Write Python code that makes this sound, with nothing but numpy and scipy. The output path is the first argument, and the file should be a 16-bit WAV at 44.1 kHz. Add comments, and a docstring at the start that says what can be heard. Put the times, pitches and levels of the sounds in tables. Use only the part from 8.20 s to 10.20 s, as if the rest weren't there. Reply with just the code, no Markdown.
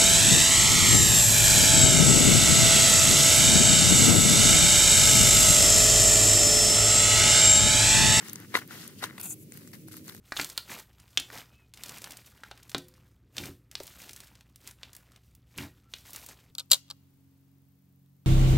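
"""Outdoors, a phone's stereo microphone close to a big leaf, a far low rumble, faint hum and air hiss behind.
A hand drags raw meat over the leaf, lifts it and slaps it down twice: coloured noise grains, and ringing knocks.
It scoops coarse salt from a shell bowl, crunching and gritty, as three differently coloured streams of grains.
The salt is sprinkled in short showers of grains; single crystals tick as short ringing bursts."""
import sys
import numpy as np
from scipy import signal
from scipy.fft import rfft, irfft
from scipy.io import wavfile
from scipy.ndimage import uniform_filter1d, map_coordinates

SR = 44100
rng = np.random.default_rng(int(sys.argv[2]) if len(sys.argv) > 2 else 0)


def inscribe(sig):
    """Save sig as 16-bit PCM at rate SR to the path in sys.argv[1].

    A 1-D sig is mono; a 2-D sig holds one channel per row.
    Samples are clipped to [-1, 1] before scaling.
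    """
    pcm = np.round(np.clip(np.atleast_2d(sig).T, -1, 1) * 32767)
    wavfile.write(sys.argv[1], SR, pcm.astype(np.int16))


def field_ratio(decibels):
    """Amplitude ratio for a level in dB (20 dB per decade); scalars and array-likes work."""
    return 10 ** (np.asarray(decibels, dtype=float) / 20)


N = 88200  # two seconds


def column(table, axis):
    """Gain per sample, interpolated in dB from one column of a table whose first column is time."""
    rows = np.array(table)
    level_db = np.interp(np.arange(N) / SR, rows[:, 0], rows[:, axis], left=-120, right=-120)
    return field_ratio(level_db)


def colour(x, points):
    """Causal minimum-phase filter with the given spectrum, scaled to power gain 1 for white noise."""
    rows = np.array(points)
    hz = np.maximum(np.arange(1025) * SR / 2048, 1)
    spectrum_db = np.interp(np.log(hz), np.log(rows[:, 0]), rows[:, 1])
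    cepstrum = irfft(np.log(field_ratio(np.maximum(spectrum_db, -70))))
    # folding the cepstrum onto positive time makes the filter causal
    cepstrum[1:1024] *= 2
    cepstrum[1025:] = 0
    taps = irfft(np.exp(rfft(cepstrum)))
    taps = taps / np.sqrt(np.sum(taps ** 2))
    return signal.fftconvolve(x, taps[None], axes=1)[:, :N]


def pair(alike):
    """Left and right white noise with correlation alike (0 to 1)."""
    a, b = rng.standard_normal((2, N))
    return np.array([a, alike * a + np.sqrt(1 - alike ** 2) * b])


def grains(per_s, spread_db, decay_s, alike):
    """Tiny noise bursts at random times and of uneven size, each dying away exponentially; rms 1."""
    chance, size = rng.random((2, N))
    hits = (chance < per_s / SR) * field_ratio(-spread_db * np.log(size + 1e-3)) ** 2
    fall = np.exp(-2 / (decay_s * SR))  # power falls twice as fast as amplitude
    power = signal.lfilter([1], [1, -fall], hits)
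    return pair(alike) * np.sqrt(power / np.mean(power))


def place(x, pan_db, lead):
    """Stereo position: the left is louder by pan_db and leads by some samples."""
    at = np.arange(N)
    left = map_coordinates(x[0], [at + lead / 2], mode="nearest") * field_ratio(pan_db / 2)
    right = map_coordinates(x[1], [at - lead / 2], mode="nearest") * field_ratio(-pan_db / 2)
    return np.array([left, right])


# spectrum of the far rumble: (frequency [Hz], relative level [dB per Hz])
RUMBLE = [(30, -48), (80, -13.5), (96, -2.5), (211, -2), (314, -7.5), (397, -12), (583, -21.5),
          (669, -32.5), (800, -53), (1100, -73)]
# spectrum of the air hiss: (frequency [Hz], relative level [dB per Hz])
AIR = [(410, -62), (700, -14), (1600, -11), (2280, -3.5), (3600, -7), (12000, -4.5), (15500, -1.5)]


def outdoors():
    """Far low rumble and a narrow-band noise hum, nearly alike on both sides; wide air hiss that wavers."""
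    hum_hz, hum_width_hz = 315.2, 3.4
    rumble_db, hum_db, air_db = -50.5, -59, -57.5
    rumble = colour(pair(0.85), RUMBLE) * field_ratio(rumble_db)
    hum = signal.lfilter(*signal.iirpeak(hum_hz, hum_hz / hum_width_hz, fs=SR), pair(0.91))
    hum = hum / hum.std() * field_ratio(hum_db)
    waver = uniform_filter1d(rng.standard_normal(N), SR // 20)
    waver_db = waver / waver.std()
    air = colour(pair(0.033), AIR) * field_ratio(air_db + waver_db)
    return rumble + hum + air


# meat close by on the leaf, lift, slap, drag, slap:
# (time [s], leaf body level [dB], wet crackle gain [dB])
MEAT = [(0, -50, -55), (.07, -52, -48), (.095, -53, -45.5), (.115, -59, -55), (.25, -54, -59),
        (.275, -76, -60), (.338, -49.5, -55), (.342, -32.5, -38), (.356, -28.5, -35), (.365, -34.5, -34),
        (.375, -45, -34), (.379, -38, -43), (.388, -38.5, -38.5), (.405, -55, -53), (.42, -47, -53),
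        (.47, -71, -65.5), (.5, -53.5, -56.5), (.512, -50, -48), (.56, -49, -49), (.64, -52.5, -47),
        (.7, -58, -56.5), (.765, -70.5, -62.5), (.79, -66.5, -49.5), (.815, -50, -55), (.826, -43, -43.5),
        (.84, -38.5, -33.5), (.857, -45, -44.5), (.868, -48.5, -53), (.92, -59, -63.5), (.975, -56.5, -62)]
# spectrum of the leaf's dull body: (frequency [Hz], relative level [dB per Hz])
LEAF = [(150, -43), (240, -4.5), (420, -6), (574, -13), (936, -9), (1480, -4), (2020, -3), (2460, -11),
        (3000, -12), (4300, -62.5)]
# tilt of the wet crackle: (frequency [Hz], relative level [dB per Hz])
CRACKLE = [(2300, -22), (2700, -3), (3900, -5), (4600, -4), (8200, -8.5), (13500, -6.5), (16000, -15)]
# edges between the pitch ranges of the pops: (frequency [Hz])
CRACKLE_EDGES = [1500, 3200, 5000, 7500, 10500, 17000]


def meat():
    """Wet flesh sticks and slips on the leaf: dull body, and crackle with separate pops per pitch range."""
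    body = colour(grains(1500, 2.36, 0.002, 0.67) * column(MEAT, axis=1), LEAF)
    pops = np.zeros((2, N))
    for edges in zip(CRACKLE_EDGES, CRACKLE_EDGES[1:]):
        band = signal.butter(2, edges, "band", fs=SR, output="sos")
        pops += signal.sosfilt(band, grains(1900, 2.2, 0.0027, 0.17))
    crackle = colour(pops * column(MEAT, axis=2), CRACKLE)
    return place(body, 3.1, 4.07) + place(crackle, 2.4, 2.1)


# single crystals snapping or landing close by:
# (time [s], snap level [dB], ring frequency [Hz], leaf gain [dB])
TICKS = [(0.084, -29, 6930, -51), (0.0962, -27.5, 7140, -49), (0.1317, -19.5, 13800, -39),
         (0.157, -25.5, 6450, -37.5), (0.2006, -35, 11900, -40), (0.476, -33, 12620, -69),
         (0.6772, -25.5, 11120, -58), (1.0126, -22.5, 11900, -47), (1.3212, -28.5, 7650, -42),
         (1.34, -38, 13100, -60), (1.373, -31.5, 12000, -42), (1.475, -33, 8100, -44.5),
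         (1.516, -41, 12600, -49), (1.5324, -38.5, 4670, -42.5), (1.6838, -33, 11500, -43),
         (1.7133, -42, 12300, -45.5), (1.73, -37, 8270, -49), (1.7415, -35, 11500, -42.5),
         (1.7677, -30, 12370, -47.5), (1.843, -34.5, 14200, -70), (1.8807, -32.5, 6700, -36.5),
         (1.89, -35, 4250, -59), (1.894, -27, 14000, -56), (1.8962, -28.5, 4040, -46),
         (1.912, -42, 12000, -50), (1.9479, -31.5, 11950, -38.5)]


def ticks():
    """A short burst per crystal, ringing at its own pitch over a broad snap; the leaf answers lower."""
    decay_s, rise_s, broad_db = 0.0013, 0.0004, -6
    snaps, leaf = np.zeros((2, N)), np.zeros((2, N))
    t = np.arange(500) / SR
    shape = np.exp(-t / decay_s) * (1 - np.exp(-t / rise_s))
    for start_s, db, hz, leaf_db in TICKS:
        a, b = rng.standard_normal((2, len(t))) * shape
        burst = np.array([a, 0.093 * a + 0.93 * b])
        ring = signal.lfilter(*signal.iirpeak(hz, 4.5, fs=SR), burst)
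        tick = ring / ring.std() + field_ratio(broad_db) * burst / burst.std()
        # the falling salt lands nearer the middle
        pan_db = 4.7 if start_s < SHOWERS[0][0] else 0.8
        lean = field_ratio(np.array([[1], [-1]]) * pan_db / 2)
        i = int(start_s * SR)
        snaps[:, i:i + len(t)] += lean * field_ratio(db) * tick / np.abs(tick).max()
        leaf[:, i:i + len(t)] += field_ratio(leaf_db) * a
    snaps = signal.sosfilt(signal.butter(2, 2800, "high", fs=SR, output="sos"), snaps)
    return place(snaps, 0, 2.5) + place(colour(leaf, LEAF), 4.3, 5.3)


# knocks of the leaf, mostly as the meat slaps it, close by:
# (time [s], level [dB], frequency the struck spot favours [Hz])
KNOCKS = [(0.3411, -25, 900), (0.348, -24.5, 1020), (0.3521, -6.5, 1900), (0.3679, -21.5, 1620),
          (0.372, -23, 1150), (0.508, -33, 1510), (0.8235, -30, 1360), (0.827, -29, 2050),
          (0.8285, -27.5, 790), (0.8385, -22.5, 3900), (0.839, -23, 1290), (0.889, -48, 1700),
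          (0.898, -37, 1580), (0.908, -36.5, 2040), (0.98, -30.5, 1840), (1.8937, -38, 1490)]
# short modes of the leaf: (typical frequency [Hz], typical level [dB], time to fall 60 dB [s])
KNOCK_MODES = [(230.7, -9.5, 0.016), (400, -7.5, 0.016), (816, -1.5, 0.011), (1038, -1, 0.018),
               (1411, -1, 0.016), (1910, -7.5, 0.008), (2003, -3, 0.013), (3863, 6, 0.0077)]


def knocks():
    """Each knock rings the leaf's short modes, most those near the pitch its spot favours."""
    spread_oct, far_db, swell_s = 0.38, -11.5, 0.0007
    out, t = np.zeros((2, N)), np.arange(1200) / SR
    swell = 1 - np.exp(-(t / swell_s) ** 2)
    for start_s, db, spot_hz in KNOCKS:
        ring = np.zeros(len(t))
        for hz, mode_db, t60 in KNOCK_MODES:
            level_chance, pitch_chance = rng.standard_normal(2)
            octaves = np.log2(hz / spot_hz)
            favour_db = max(-6 * (octaves / spread_oct) ** 2, far_db)
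            gain = field_ratio(mode_db + 1.8 * level_chance + favour_db)
            wave = np.sin(2 * np.pi * hz * (1 + 0.0033 * pitch_chance) * t)
            ring += gain * wave * 1000. ** (-t / t60)
        ring *= swell
        i = int(start_s * SR)
        out[:, i:i + len(t)] += field_ratio(db) * ring / np.abs(ring).max()
    # a leaf radiates no deep bass
    out = signal.sosfilt(signal.butter(2, 160, "high", fs=SR, output="sos"), out)
    return place(out, 4.5, 4.64)


# fingers digging in the salt bowl, then from 1.15 s a faint first shower of salt, close by:
# (time [s], crunch level [dB], fine grit level [dB], bowl level [dB])
SCOOP = [(.978, -53, -60.5, -53), (.982, -48, -47, -43), (.995, -66, -64, -57), (.999, -48, -37.5, -44),
         (1.014, -64, -46, -53), (1.02, -68, -56, -57), (1.031, -44.5, -40.5, -50.5),
         (1.058, -40, -38.5, -49.5), (1.085, -44, -45.5, -57), (1.102, -37.5, -42, -60),
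         (1.112, -35, -43, -54.5), (1.126, -39.5, -44, -60), (1.142, -53, -45, -62.5),
         (1.15, -80, -67, -83), (1.2, -61, -55.5, -98), (1.235, -63, -54.5, -89), (1.26, -87.5, -75, -87)]
# spectra of the crunch, grit and bowl: (frequency [Hz], relative level [dB per Hz])
CRUNCH = [(3530, -54.5), (6000, -13.5), (6690, -0.5), (9640, -0.5), (10500, -22.5), (11000, -8.5),
          (14300, -44)]
GRIT = [(8000, -36.5), (10500, -3), (12000, -1), (14000, -6.5), (16000, -9.5)]
BOWL = [(410, -28.5), (750, -6), (1150, -14), (1450, -6), (1630, -18), (2300, -13.5), (2620, -1),
        (2950, -15), (3500, -9.5), (4000, -17), (4500, -13.5), (5600, -19.5), (7280, -57.5)]


def scoop():
    """Crystals grind as crunch and fine grit and sound the shell bowl; a faint first shower follows."""
    crunch = colour(grains(1520, 2.11, 0.002, 0.27) * column(SCOOP, axis=1), CRUNCH)
    grit = colour(grains(6000, 1.7, 0.00082, 0.25) * column(SCOOP, axis=2), GRIT)
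    bowl = colour(grains(1100, 1.8, 0.00302, 0.69) * column(SCOOP, axis=3), BOWL)
    return place(crunch + grit + bowl, 2.2, 0.31)


# later showers of salt on the leaf, close by:
# (time [s], length before the fade [s], patter level [dB], leaf body level [dB])
SHOWERS = [(1.326, 0.11, -55.5, -61), (1.467, 0.0083, -57, -66), (1.528, 0.012, -47, -51.5),
           (1.669, 0.02, -54.5, -61.5), (1.712, 0.067, -50, -59), (1.844, 0.022, -53.5, -64),
           (1.865, 0.03, -51.5, -53.5), (1.9, 0.081, -56, -64.5)]


def shower_gain(axis):
    """Gain of these showers from one level column: quick rise, hold, short fade."""
    attack_s, release_s = 0.0096, 0.018
    t, gain = np.arange(N) / SR, np.zeros(N)
    for row in SHOWERS:
        since = t - row[0]
        rise = np.clip(since / attack_s, 0, 1)
        fade = np.exp(-np.maximum(since - row[1], 0) / release_s)
        gain += field_ratio(row[axis]) * rise * fade
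    return gain


# spectrum of the salt's patter: (frequency [Hz], relative level [dB per Hz])
PATTER = [(1530, -43.5), (2200, -15), (4200, -3), (6000, -6), (10100, -5), (14100, -1.5), (15500, -15)]


def sprinkle():
    """Salt rains on the leaf: many small impacts make bright patter and drum on its duller body."""
    patter = colour(grains(800, 2.1, 0.0019, 0.11) * shower_gain(axis=2), PATTER)
    drum = colour(grains(500, 2.1, 0.002, 0.18) * shower_gain(axis=3), LEAF)
    return place(patter, 2.6, 3.1) + place(drum, 3.0, 5.4)


def scene():
    """All sources together at the microphone."""
    return outdoors() + meat() + ticks() + knocks() + scoop() + sprinkle()


def band_limit(x):
    """A steep low-pass at the top of the band."""
    return signal.sosfilt(signal.butter(12, 16810, fs=SR, output="sos"), x)


def record(dry):
    """The phone cuts the deepest bass gently and the top steeply."""
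    low_hz, top_hz = 40, 15700
    mix = signal.sosfilt(signal.butter(2, low_hz, "high", fs=SR, output="sos"), dry)
    mix = signal.sosfilt(signal.ellip(8, 0.2, 40, top_hz, fs=SR, output="sos"), mix)
    return band_limit(mix)


dry = scene()
out = record(dry)
inscribe(out)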